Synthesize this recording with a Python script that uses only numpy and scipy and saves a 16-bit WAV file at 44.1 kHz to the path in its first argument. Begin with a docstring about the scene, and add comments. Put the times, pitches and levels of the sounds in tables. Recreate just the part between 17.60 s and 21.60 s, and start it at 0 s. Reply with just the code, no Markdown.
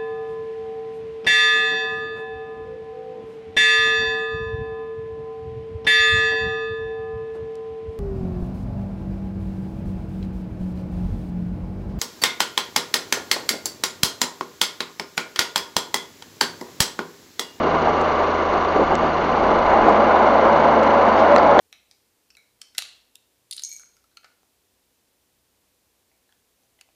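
"""In an open field a tractor and a forage harvester approach side by side in a light wind.
Two six-cylinder diesels drone at multiples of their crankshaft speeds, over the broad noise of combustion.
The harvester's drive whines and wads of grass thud through its chopper. The tractor's panels clatter
at their resonances, and its roar swells and throbs as it nears. A few sharp clicks lie on top."""
import sys
import numpy as np
from scipy.fft import rfft, irfft, next_fast_len
from scipy.io import wavfile
from scipy.ndimage import map_coordinates

SR = 44100
rng = np.random.default_rng(int(sys.argv[2]) if len(sys.argv) > 2 else 0)


def materialize(psi):
    """Save the field psi as 16-bit PCM at rate SR to the path in sys.argv[1].

    A 1-D psi becomes a single channel; in a 2-D psi each row is a channel.
    """
    bounded = np.clip(np.atleast_2d(psi).T, -1, 1)
    quanta = np.round(bounded * 32767).astype(np.int16)
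    wavfile.write(sys.argv[1], SR, quanta)


N = 176400
T = np.arange(N) / SR


def amp(db):
    """Decibels to amplitude ratio."""
    return 10 ** (np.asarray(db) / 20)


def unit(x):
    """Normalisation to rms 1."""
    return x / np.sqrt(np.mean(x ** 2) + 1e-20)


def curve(rows):
    """Linear interpolation of (time_s, value) rows at every sample."""
    return np.interp(T, *np.transpose(rows))


def wobble(rate_hz):
    """Smooth random modulation: a spline through rate_hz Gaussian values a second."""
    return map_coordinates(rng.standard_normal(int(N * rate_hz / SR) + 4), [T * rate_hz])


def swell(peak_s, half_width_s):
    """Gaussian envelope, down to 1/e at half_width_s from its peak."""
    return np.exp(-((T - peak_s) / half_width_s) ** 2)


def filtered(x, response):
    """Linear filtering: the spectrum of x times a frequency response."""
    size = next_fast_len(N + SR // 2)
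    return irfft(rfft(x, size) * response(np.fft.rfftfreq(size, 1 / SR)), size)[:N]


def coloured(x, spectrum):
    """Spectral shaping by (frequency_hz, relative_db) rows on a log axis, to rms 1."""
    hz, db = np.transpose(spectrum)
    return unit(filtered(x, lambda f: amp(np.interp(np.log(f + 1), np.log(hz + 1), db))))


def turns(hz, drift=.002):
    """Phase in turns: the integral of a slightly drifting frequency."""
    return np.cumsum(hz * (1 + drift * wobble(3))) / SR


def engine_tones(shaft, orders):
    """Engine orders: sinusoids locked to the crankshaft, the higher ones wavering more in level."""
    out = np.zeros(N)
    for order, db in orders:
        phase = order * shaft + rng.random()
        out += amp(db + 0.2 * order * wobble(5)) * np.sin(2 * np.pi * phase)
    return out


def combustion(shaft, periodic_share):
    """Cyclic noise: a pattern recurring every two turns plus turbulence, modulated by six firings."""
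    points = 3300
    cycle = map_coordinates(rng.standard_normal(points), [(shaft / 2) % 1 * points], mode='grid-wrap')
    periodic = np.sqrt(periodic_share) * unit(cycle)
    turbulence = np.sqrt(1 - periodic_share) * rng.standard_normal(N)
    firing = np.cos(2 * np.pi * 3 * shaft)
    return (periodic + turbulence) * (1 + .08 * firing)


def harvester():
    """Superposition of exhaust orders, a drive's whine and combustion noise shaped by the body."""
    # exhaust drone: order, level_db
    drone_orders = [(3, -38), (12, -41.5), (13, -44), (18, -40), (22.5, -37), (27, -41)]
    # diesel hum: order, relative_db
    hum_orders = [(6, -2.5), (9, -1.5)]
    # swelling and fading of the hum: time_s, level_db
    hum_levels = [(0, -32.5), (.45, -38), (.58, -47), (1, -43.5), (1.4, -33.5), (1.8, -35), (2.05, -39),
                  (2.8, -44), (2.98, -33.5), (3.2, -34), (3.6, -44.5), (3.88, -34.5), (4, -36)]
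    # body noise: frequency_hz, relative_db
    body_spectrum = [(60, -50), (108, -38.5), (135, -19.5), (160, -18), (190, -17), (240, -7.5),
                     (290, -8.5), (370, -5), (440, -5.5), (600, -5), (790, -5.5), (880, -10), (1030, -3),
                     (1220, -8), (1500, -13.5), (1850, -20.5), (2150, -22), (2500, -26), (4400, -36.5),
                     (5200, -44.5), (7400, -50.5)]
    # rise and fall of the body noise below the crossover: time_s, gain_db
    bass_gains = [(0, 3), (.4, -2), (.55, -1.5), (1.05, 0.5), (1.3, -4.5), (1.8, 1.5), (4, 2)]
    crank_hz, whine_hz, crossover_hz = 26.95, 1167.5, 400
    shaft = turns(crank_hz)
    drone = engine_tones(shaft, drone_orders)
    hum = amp(curve(hum_levels)) * engine_tones(shaft, hum_orders)
    whine = amp(-33.5 + 1.9 * wobble(6.9)) * np.sin(2 * np.pi * turns(whine_hz))
    body = coloured(combustion(shaft, periodic_share=.27), body_spectrum)
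    bass = filtered(body, lambda f: 1 / (1 + (f / crossover_hz) ** 6))
    body = body - bass + amp(curve(bass_gains)) * bass
    return np.sqrt(2) * (drone + hum + whine) + amp(-20.5 + 0.66 * wobble(14)) * body


def exhaust_boom(shaft):
    """Pipe resonance favours certain engine orders; each flutters in amplitude and phase."""
    # favoured orders: order, relative_db
    orders = [(8.5, -22.5), (12.5, -25), (21, -17), (22, -15), (24.5, -13.5), (25.5, -13.5), (32, -16)]
    flutter_hz, flutter_depth = 24, 1.6
    out = np.zeros(N)
    for order, db in orders:
        flutter = 1 + flutter_depth * (wobble(flutter_hz) + 1j * wobble(flutter_hz))
        carrier = np.exp(2j * np.pi * (order * shaft + rng.random()))
        out += amp(db) * unit(np.real(flutter * carrier))
    return out


def panel_clatter(crank_hz):
    """Forced vibration: noise that surges once a turn drives the modes of the engine panels."""
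    # panel modes: pitch_hz, bandwidth_hz, relative_db
    modes = [(2050, 100, 3.5), (2213, 81, 3), (2757, 44, 1), (2939, 130, -0.5), (3490, 48, -5),
             (3680, 75, -9), (4117, 140, -6.5), (4605, 170, -9.5), (5675, 380, -16), (6350, 620, -19)]

    def response(f):
        """Sum of damped resonators of alternating sign."""
        return sum((-1) ** k * amp(db) * 1j * f * width / (hz * hz - f * f + 1j * f * width)
                   for k, (hz, width, db) in enumerate(modes))

    first_peak_s = .0335
    surge = np.cos(2 * np.pi * crank_hz * (T - first_peak_s))
    force = rng.standard_normal(N) * np.exp(.38 * surge + .18 * wobble(320))  # with a fast rattle
    return unit(filtered(force, response))


def tractor():
    """Level rises as distance shrinks: the engine's roar grows over a steady panel clatter."""
    # body noise: frequency_hz, relative_db
    body_spectrum = [(110, -51.5), (185, -20), (222, -3.5), (255, -12.5), (285, -8), (420, -14.5),
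                     (510, -2.5), (575, 0), (630, -2), (675, -2.5), (850, -0.5), (910, -3.5), (1060, -2),
                     (1130, -11), (1400, -9.5), (1850, -21), (2130, -19.5), (2500, -29), (4400, -41),
                     (5200, -53), (7300, -65.5)]
    # roar on the approach: time_s, level_db
    roar_levels = [(0, -29.5), (1.55, -30), (1.8, -19.5), (2.02, -19), (2.13, -16), (2.5, -14.5),
                   (3.3, -15.5), (3.75, -13.5), (4, -13.5)]
    crank_hz = 26.58
    shaft = turns(crank_hz)
    body = coloured(combustion(shaft, periodic_share=.2), body_spectrum)
    roar = unit(body + exhaust_boom(shaft))
    clatter = amp(-38.5) * panel_clatter(crank_hz)
    return amp(curve(roar_levels) + 0.33 * wobble(16)) * roar + clatter


def wind():
    """Turbulent pressure on the microphone makes a soft, uneven rumble."""
    # gusts: time_s, level_db
    gusts = [(0, -42.5), (.65, -45), (1.15, -39.5), (1.35, -43), (1.75, -40.5), (2.25, -37.5), (2.65, -45),
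             (4, -48)]
    # rumble: frequency_hz, relative_db
    spectrum = [(5, -27), (20, 2), (42, 2.5), (65, -4), (95, -27.5), (200, -59.5)]
    return amp(curve(gusts) + 1.2 * wobble(12)) * coloured(rng.standard_normal(N), spectrum)


def chopper():
    """Amplitude-modulated noise: each wad of grass passes as a low thud and a higher rasp."""
    # wads of grass: peak_s, half_width_s, thud_db, rasp_db
    wads = [(0.035, 0.039, -25, -44), (0.146, 0.021, -20.5, -19.5), (0.279, 0.025, -24, -15.5),
            (0.403, 0.083, -26.5, -23.5), (0.613, 0.028, -41, -20.5), (1.167, 0.018, -15.5, -24),
            (1.216, 0.024, -13.5, -21), (1.328, 0.024, -18.5, -18), (1.439, 0.026, -20, -24),
            (1.638, 0.09, -27.5, -30), (1.893, 0.11, -23.5, -35), (2.124, 0.033, -32, -15.5),
            (2.284, 0.042, -17, -17), (2.864, 0.055, -22.5, -21.5), (3.166, 0.024, -21, -28.5),
            (3.483, 0.011, -30, -13), (3.978, .06, -24, -29)]
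    # thud: frequency_hz, relative_db
    thud_spectrum = [(110, -50.5), (150, -18.5), (200, -6.5), (330, -5), (480, -0.5), (800, -12.5),
                     (3000, -55)]
    # rasp: frequency_hz, relative_db
    rasp_spectrum = [(250, -17.5), (550, -5), (800, 5), (1150, -7), (1700, -16), (5000, -47.5)]
    thud = coloured(rng.standard_normal(N), thud_spectrum)
    rasp = coloured(rng.standard_normal(N), rasp_spectrum)
    out = np.zeros(N)
    for peak_s, half_width_s, thud_db, rasp_db in wads:
        out += swell(peak_s, half_width_s) * (amp(thud_db) * thud + amp(rasp_db) * rasp)
    return out


def ticks():
    """An impulse has a flat spectrum and is heard as a dry tick."""
    # evenly spaced impulses: start_s, level_db
    impulses = [(.4145, -14), (1.3545, -3.5), (2.2945, -17), (3.2345, -14)]
    out = np.zeros(N)
    for start_s, db in impulses:
        out[round(start_s * SR)] += amp(db)
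    return out


def damped_mode(t, hz, db, t60_s):
    """Free vibration: a sinusoid that decays by 60 dB in t60_s."""
    return np.sin(2 * np.pi * hz * t) * amp(db - 60 * t / t60_s)


def knocks():
    """Impacts, as of stones on steel, excite damped modes: a dull body, a ring and a bright crack."""
    # impacts: start_s, body_hz, body_db, ring_hz, ring_db, crack_db
    impacts = [(1.1635, 380, -7, 2100, -35, -40), (1.2195, 480, 0, 2100, -30, -35),
               (3.7625, 1300, 1, 4000, -9, 1), (3.7826, 680, 0, 4550, -15, -15),
               (3.9918, 740, 5, 3300, -8, -1)]
    # modes of every crack: pitch_hz, relative_db, t60_s
    crack_modes = [(1850, -2, .007), (2400, -10, .005), (3200, -13, .005), (5900, -17, .004)]
    attack_s = .00015
    out = np.zeros(N)
    for start_s, body_hz, body_db, ring_hz, ring_db, crack_db in impacts:
        t = np.maximum(T - start_s, 0)
        body = damped_mode(t, body_hz, body_db, t60_s=.01) * (1 - np.exp(-2 * body_hz * t))
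        ring = damped_mode(t, ring_hz, ring_db, t60_s=.006)
        crack = sum(damped_mode(t, hz, db + crack_db, t60_s) for hz, db, t60_s in crack_modes)
        out += body + (ring + crack) * (1 - np.exp(-t / attack_s))
    return out


def exhaust_throbs():
    """Resonances of the tractor's exhaust swell one after another as brief tones."""
    # throbs: peak_s, half_width_s, pitch_hz, level_db
    throbs = [(2.533, 0.034, 822, -21.5), (2.66, 0.032, 745, -21), (2.86, 0.042, 560, -18),
              (2.935, .03, 572, -18), (3.068, 0.04, 694, -20), (3.25, .04, 558, -18.5),
              (3.387, 0.06, 564, -18), (3.467, 0.03, 680, -20), (3.637, .04, 645, -21),
              (3.73, 0.04, 580, -15.5), (3.87, .035, 645, -20), (3.887, 0.027, 842, -18),
              (3.91, 0.038, 569, -17.5)]
    out = np.zeros(N)
    for peak_s, half_width_s, hz, db in throbs:
        out += amp(db) * swell(peak_s, half_width_s) * np.sin(2 * np.pi * (hz * T + rng.random()))
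    return np.sqrt(2) * out


def scrape():
    """Friction noise: one short, light hiss."""
    # hiss: frequency_hz, relative_db
    spectrum = [(1500, -17), (3200, 4), (5800, -9), (7500, -20)]
    hiss = coloured(rng.standard_normal(N), spectrum)
    return amp(-37) * swell(peak_s=3.597, half_width_s=.025) * hiss


def scene():
    """Sound pressures add in the open field; the machines' noise falls steeply above 7.1 kHz."""
    machines = harvester() + tractor() + exhaust_throbs() + chopper() + scrape()
    machines = filtered(machines, lambda f: 1 / np.sqrt(1 + (f / 7100) ** 60))
    return (machines + wind() + ticks() + knocks())[None]


def record(dry):
    """Hard clipping limits the highest peaks, and a steep low-pass ends the band at 7.9 kHz."""
    clipped = np.clip(dry[0], -1, 1)
    return filtered(clipped, lambda f: 1 / np.sqrt(1 + (f / 7900) ** 90))[None]


dry = scene()
out = record(dry)
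materialize(out)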